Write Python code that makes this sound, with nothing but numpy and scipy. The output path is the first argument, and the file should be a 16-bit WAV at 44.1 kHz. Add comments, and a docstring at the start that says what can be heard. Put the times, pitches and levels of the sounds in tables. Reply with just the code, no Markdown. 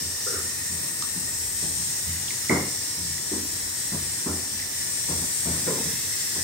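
"""Steam hisses from a pressure cooker's vent on a gas stove: a turbulent jet, heard with short wall
echoes at the two ports of a hand-held phone coming closer across a tiled kitchen.
Steps and knocks in the house fill the room with short dull tails and wake its lowest mode; the
hardest knock also rings something metal. Behind them: small ticks and a low household rumble."""
import sys
import numpy as np
from scipy import signal
from scipy.fft import rfft, irfft, next_fast_len
from scipy.io import wavfile
from scipy.ndimage import uniform_filter1d

SR = 44100
rng = np.random.default_rng(int(sys.argv[2]) if len(sys.argv) > 2 else 0)


def digitize_waveform(pressure):
    """Quantize a signal to 16-bit integers and store it at the path in sys.argv[1].

    Rows of a 2-D input are taken as channels; values are limited to [-1, 1].
    """
    field = np.atleast_2d(pressure).T
    bounded = np.clip(field, -1, 1)
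    quanta = np.round(bounded * 32767).astype(np.int16)
    wavfile.write(sys.argv[1], SR, quanta)


N = 283563

# Hiss over time, bands taken about their means: time_s, top_level_db, band_8450hz_db, band_5500hz_db
STEAM_LEVELS = [(0.1, -41.5, 4, 4.5), (0.34, -40.5, 4.8, 2.5), (0.5, -41, 4.8, 1), (1.56, -40.5, 5.7, 0.5),
                (1.7, -40.5, 8, 2.5), (1.89, -40.5, 6.6, 2.5), (2.14, -40, 4.4, 1), (2.28, -41.5, 5.4, 4),
                (2.45, -40, 3, 2), (2.55, -42, 6, 4), (4.03, -41, 4.6, 1.5), (4.26, -42, 7.5, 2.5),
                (4.66, -42, 5.4, 4), (4.71, -41.5, 6.1, 2.5), (4.87, -41, 7.1, 3.5), (5.36, -39, 7.2, 1),
                (5.91, -38.5, 2, 2), (6.35, -39, 4.3, 3)]
# Jet colour through vent, room and phone body: freq_hz, gain_db
JET_SPECTRUM = [(1850, -6), (2250, -15.5), (3000, -16.5), (3750, -11.5), (4650, -10.5), (5500, -2),
                (6400, -7.5), (7300, -2.5), (7950, -4.5), (8400, 2), (9000, -4.5), (9500, -15),
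                (10400, -8.5), (11200, -13.5)]
# Port imbalance, the left rings more near 8 kHz: freq_hz, left_minus_right_db
PORT_BALANCE = [(2000, 0.5), (5500, -1), (6600, 0), (7400, 3), (8400, 6.5), (9000, 7.5), (9500, -8),
                (10450, 1), (11500, -0.5), (15000, -2)]
# Diffuse field between the ports: freq_hz, correlation
PORT_CORRELATION = [(60, 0.98), (130, .97), (290, 0.92), (640, 0.55), (1400, 0.11), (2100, 0.11),
                    (3100, 0.38), (6000, 0.034)]
# Steps and knocks: start_s, body_db, body_hz, spread_oct, tail_t60_s, boom_db, clack_db, clack_hz
BLOWS = [(0.005, -29, 170, 0.78, 0.27, -42, -53, 1030), (0.263, -29, 462, 0.14, 0.68, -56, -31, 1390),
         (0.333, -28, 386, 0.32, 0.43, -38, -30.5, 1390), (0.69, -34.5, 140, 0.59, 1.14, -38, -49, 1010),
         (1.15, -28.5, 184, 0.54, 0.42, -45, -52, 1000), (1.62, -28, 190, 0.76, 0.52, -40.5, -45, 1010),
         (1.771, -29, 171, 0.37, 0.33, -45, -42, 1010), (2.039, -31.5, 159, 0.21, 0.95, -32, -55, 990),
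         (2.4951, -11.5, 263, 0.64, 0.53, -32.5, -21.5, 1080),
         (2.959, -35.5, 200, 0.41, 0.89, -37, -50, 1000), (3.028, -33.5, 138, 0.37, 0.76, -35, -60, 990),
         (3.314, -21, 281, 0.35, 0.55, -38.5, -38, 905), (3.918, -21.5, 190, 0.63, 0.37, -36, -33, 875),
         (4.257, -21, 268, 0.57, 0.57, -32.5, -31.5, 1120), (4.516, -32, 212, 0.15, 0.27, -58, -55, 1000),
         (5.08, -25, 201, 0.66, 0.67, -34, -34.5, 805), (5.215, -24.5, 177, 0.77, 0.19, -59, -39, 910),
         (5.448, -24.5, 186, 0.71, 0.95, -31, -36, 895), (5.66, -22, 244, 0.56, 0.62, -56, -31, 1670),
         (5.67, -21, 455, 0.21, 0.73, -58, -33.5, 990), (5.772, -24, 240, 0.22, 0.34, -44, -33, 790),
         (5.85, -25.5, 165, 0.54, 0.58, -40.5, -57, 900), (6.351, -28, 202, 1.05, 0.31, -40.5, -41, 910)]
# Wall and cupboard modes: pitch_hz, gain_db, base_t60_s
BODY_MODES = [(136.6, -1.5, 0.93), (169.5, 4.5, 0.37), (206.3, -3, 0.53), (251.2, -1.5, 0.4),
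              (294, -4, 0.53), (319.3, -4, 0.31), (379, -1, 0.46), (395, 0.5, 0.37), (448, -5.5, 0.57),
              (495, 1.5, 0.2), (690, -2, 0.33), (730, -14, 0.2)]
# Midrange modes of a blow: pitch_hz, gain_db, base_t60_s
MID_MODES = [(912, -3, .4), (1013, 0, .5), (1160, -3, .5), (1292, -4, .5), (1385, -1, .5), (1420, -2, .4)]
# Modes of the metal object: pitch_hz, gain_db, base_t60_s
METAL_MODES = [(1965, -8, .5), (2086, -4, .5), (2125, 0, .6), (2150, -3, .5), (2188, -7, .4)]
# Small ticks: start_s, level_db, pitch_hz, snap_gain_db, echo_gain_db
TICK_EVENTS = [(1.023, -32, 1200, 14, -7), (1.738, -33, 1930, 2, -22), (2.282, -28.5, 2980, 2, -16),
               (2.306, -22, 2100, -4, -20), (2.445, -33, 1270, -14, -17), (3.18, -28, 1970, -13, -18),
               (4.598, -27, 1940, -8, -17), (4.623, -27, 2010, -6, -22), (5.6, -30, 1730, -3, -22)]
# Household rumble colour: freq_hz, gain_db
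RUMBLE_SPECTRUM = [(15, -49), (25, -26), (57, -11), (92, 1.5), (228, -6), (285, -5), (682, -13.5),
                   (961, -10.5), (1290, -13.5), (1500, -12), (1950, -44), (3300, -120)]

LOW_MODE_HZ = 84.3
FFT_SIZE, TIME_S = next_fast_len(N), np.arange(N) / SR


def steam():
    """Turbulent jet in overlapping bands; each flickers, differently at each port as the hand sways."""
    flow_db, *bands_db = [np.interp(TIME_S, np.transpose(STEAM_LEVELS)[0], column)
                          for column in np.transpose(STEAM_LEVELS)[1:]]
    whistle_db, mid_db = (db - db.mean() for db in bands_db)
    field, hz = diffuse(FFT_SIZE)
    echo_share = 0.78 * bump(hz, 3500, 1.96)  # the top is too scattered to keep a pattern
    field = np.sqrt(1 - echo_share) * field + np.sqrt(echo_share) * wall_echoes()
    port_db = over_hz(PORT_BALANCE, hz) / 2
    low_cut = np.clip(hz / 1850, .3, 1) ** 7.03
    field *= undb(over_hz(JET_SPECTRUM, hz) + np.array([port_db, -port_db])) * low_cut
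    centres_hz = np.array([1850, 3800, 5500, 7300, 8450, 10400, 13500])
    roar_db = np.interp(TIME_S, [2.9, 3.5], [0, 1.5])
    boosts_db = [roar_db, mid_db / 2, mid_db, whistle_db / 2, whistle_db, 0, 0]
    sputter, out = waver(12), 0
    sputter -= uniform_filter1d(sputter, SR // 4)  # quick sputters only
    for centre_hz, boost_db in zip(centres_hz, boosts_db):
        band = np.interp(np.log(hz + 1), np.log(centres_hz), centres_hz == centre_hz)
        sway_db = 0.58 * np.array([waver(5.4), waver(8.8)])
        flicker_db = 0.75 * sputter * (centre_hz < 10000) + sway_db
        out += undb(boost_db + flicker_db) * to_wave(field * band)
    top = irfft(field.mean(axis=0) * (hz > 10000) * (hz < 15500), FFT_SIZE)  # flow_db sets this band
    return undb(flow_db) * out / np.sqrt(np.mean(top ** 2))


def wall_echoes(positions=16, t60_s=0.16):
    """Spectrum of a white jet after many short echoes; the pattern shifts as the phone moves."""
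    jet, t = rfft(rng.standard_normal(FFT_SIZE)), np.arange(SR // 4) / SR
    position, out = np.arange(FFT_SIZE) / N * (positions - 1), 0
    for k in range(positions):
        paths = rng.standard_normal((2, len(t))) * decay(t, t60_s)
        crossfade = np.sqrt(np.clip(1 - abs(position - k), 0, 1))
        out += crossfade * unit(irfft(jet * rfft(paths, FFT_SIZE), FFT_SIZE))
    return rfft(out)


def thumps(rise_cycles=2.4, boom_peak_s=0.064):
    """Blows arrive mostly by way of the walls: modes, a diffuse tail and a late low boom."""
    out, size = np.zeros((2, N + SR)), SR * 2 // 3
    t = np.arange(size) / SR
    body_modes_hz, mid_modes_hz = np.array(BODY_MODES)[:, 0], np.array(MID_MODES)[:, 0]
    for start_s, body_db, body_hz, spread_oct, t60_s, boom_db, clack_db, clack_hz in BLOWS:
        field, hz = diffuse(size)
        fade, stretch = decay(t, t60_s), t60_s / .55
        body = 0.73 * ringing(BODY_MODES, bump(body_modes_hz, body_hz, spread_oct), t, stretch)
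        body += 0.31 * fade * noise_band(field, hz, body_hz, 1.47 * spread_oct)
        clack = 0.48 * ringing(MID_MODES, bump(mid_modes_hz, clack_hz, 0.41 * spread_oct), t, stretch)
        clack += 0.5 * fade * noise_band(field * (hz < 2400), hz, clack_hz, 1.1 * spread_oct)
        swell = (t / boom_peak_s * np.exp(1 - t / boom_peak_s)) ** 2
        boom = swell * np.sin(2 * np.pi * (LOW_MODE_HZ * t + rng.random()))
        attack = 1 - np.exp(-t * body_hz / rise_cycles)  # lower, softer blows build more slowly
        blow = attack * (undb(body_db) * body + undb(clack_db) * clack)
        add_at(out, start_s, blow + undb(boom_db) * boom)
    return out[:, :N]


def metal_ring(start_s=2.4951, gain_db=-19, stretch=0.93):
    """The hardest knock rings metal: a sharp crack, then modes near 2 kHz and a diffuse tail."""
    out, size = np.zeros((2, N)), SR * 2 // 3
    t = np.arange(size) / SR
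    field, hz = diffuse(size)
    ring = 0.53 * ringing(METAL_MODES, 1, t, stretch)
    tail = 0.46 * decay(t, 0.6 * stretch) * noise_band(field, hz, 2065, 0.1)
    port_phase_rad = np.array([[0], [2.4]])  # the direct crack reaches the ports nearly opposed
    crack = 2.4 * np.exp(-t / 0.0062) * np.sin(2 * np.pi * METAL_MODES[1][0] * t + port_phase_rad)
    attack = 1 - np.exp(-t / 0.00049)
    add_at(out, start_s, undb(gain_db) * (ring + tail + crack) * attack)
    return out


def ticks():
    """Short rings, each with a broad snap and a faint wall echo."""
    out, size = np.zeros((2, N + SR)), SR // 8
    t = np.arange(size) / SR
    for start_s, level_db, pitch_hz, snap_db, echo_db in TICK_EVENTS:
        field, hz = diffuse(size)
        grain = noise_band(field, hz, pitch_hz, 0.16)
        snap = undb(snap_db) * noise_band(field, hz, 5300, 0.56)
        ring = np.sin(2 * np.pi * (pitch_hz * t + rng.random((2, 1))))
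        envelope = (1 - np.exp(-t / .0007)) * np.exp(-t / .0025)
        echo = undb(echo_db) * grain * np.exp(-t / 0.038)
        add_at(out, start_s, undb(level_db) * (envelope * (ring + .5 * grain + snap) + echo))
    return out[:, :N]


def house_rumble(level_db=-44.5):
    """Household rumble; wavers most in the bass and keeps the lowest room mode humming."""
    field, hz = diffuse(FFT_SIZE)
    low_cut = np.clip(hz / 75, .6, 1) ** 2.5
    hum = undb(2.0) * bump(hz, LOW_MODE_HZ, 0.045)
    field *= undb(over_hz(RUMBLE_SPECTRUM, hz)) * (hz < 1500) * low_cut + hum
    upper_share = np.clip(np.log2((hz + 1) / 100) / 2.5, 0, 1)
    bass = undb(1.5 * waver(14)) * to_wave(field * (1 - upper_share))
    upper = undb(.8 * waver(9.9)) * to_wave(field * upper_share)
    return undb(level_db) * unit(bass + upper)


def deep_swell(base_db=-63.5, swell_db=9, waver_db=5.5, centre_hz=58.2):
    """Narrow wavering noise below the lowest room mode; swells once, holds and falls."""
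    field, hz = diffuse(FFT_SIZE)
    swell = np.interp(TIME_S, [0.9, 1.25, 2.02, 2.32], [0, 1, 1, 0])
    level_db = base_db + swell_db * swell + waver_db * (1 - swell) * waver(7.3)
    return undb(level_db) * unit(to_wave(field * bump(hz, centre_hz, 0.17)))


def ringing(modes, weight, t, stretch):
    """Damped modes, new in phase and strength at each blow; the ports differ more in the treble."""
    hz, gain_db, t60_s = np.transpose(modes)
    strength, phase_cycles, direction = rng.standard_normal((len(hz), 3)).T
    port_rad = np.arccos(over_hz(PORT_CORRELATION, hz)) * np.sign(direction) / 2
    gains = weight * undb(gain_db + 0.91 * strength)
    phase_rad = 2 * np.pi * (np.outer(hz, t) + phase_cycles[:, None])
    fade = decay(t, stretch * t60_s[:, None])
    out = np.array([gains @ (fade * np.sin(phase_rad + side * port_rad[:, None])) for side in (1, -1)])
    return out / np.sqrt(np.sum(gains ** 2))


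def diffuse(size):
    """Two-port spectrum of noise arriving from all sides, and its frequencies."""
    hz = np.fft.rfftfreq(size, 1 / SR)
    correlation = over_hz(PORT_CORRELATION, hz)
    mid, side = rfft(rng.standard_normal((2, size)))
    mid *= np.sqrt((1 + correlation) / 2)
    side *= np.sqrt((1 - correlation) / 2)
    return np.array([mid + side, mid - side]), hz


def waver(rate_hz):
    """Random steps smoothed twice; spread near 1."""
    hold = int(SR / rate_hz)
    steps = np.repeat(rng.standard_normal(N // hold + 1), hold)
    return 1.3 * uniform_filter1d(uniform_filter1d(steps, hold), hold)[:N]


def noise_band(field, hz, centre_hz, width_oct):
    return unit(irfft(field * bump(hz, centre_hz, width_oct)))


def bump(hz, centre_hz, width_oct):
    return np.exp(-.5 * (np.log2((hz + 1) / centre_hz) / width_oct) ** 2)


def over_hz(table, hz):
    knots_hz, values = np.transpose(table)
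    return np.interp(np.log(hz + 1), np.log(knots_hz), values)


def to_wave(spectrum):
    return irfft(spectrum, FFT_SIZE)[:, :N]


def decay(t, t60_s):
    return np.exp(-np.log(1000) * t / t60_s)


def add_at(out, start_s, sound):
    start = int(start_s * SR)
    out[:, start:start + sound.shape[1]] += sound


def undb(db):
    return 10 ** (np.asarray(db) / 20)


def unit(x):
    return x / np.sqrt(np.mean(x ** 2))


def scene():
    return steam() + house_rumble() + deep_swell() + thumps() + metal_ring() + ticks()


def record(dry):
    """The phone cuts the top."""
    cutoff_hz = 15720
    return signal.sosfilt(signal.ellip(10, .2, 80, cutoff_hz, fs=SR, output="sos"), dry)


dry = scene()
out = record(dry)
digitize_waveform(out)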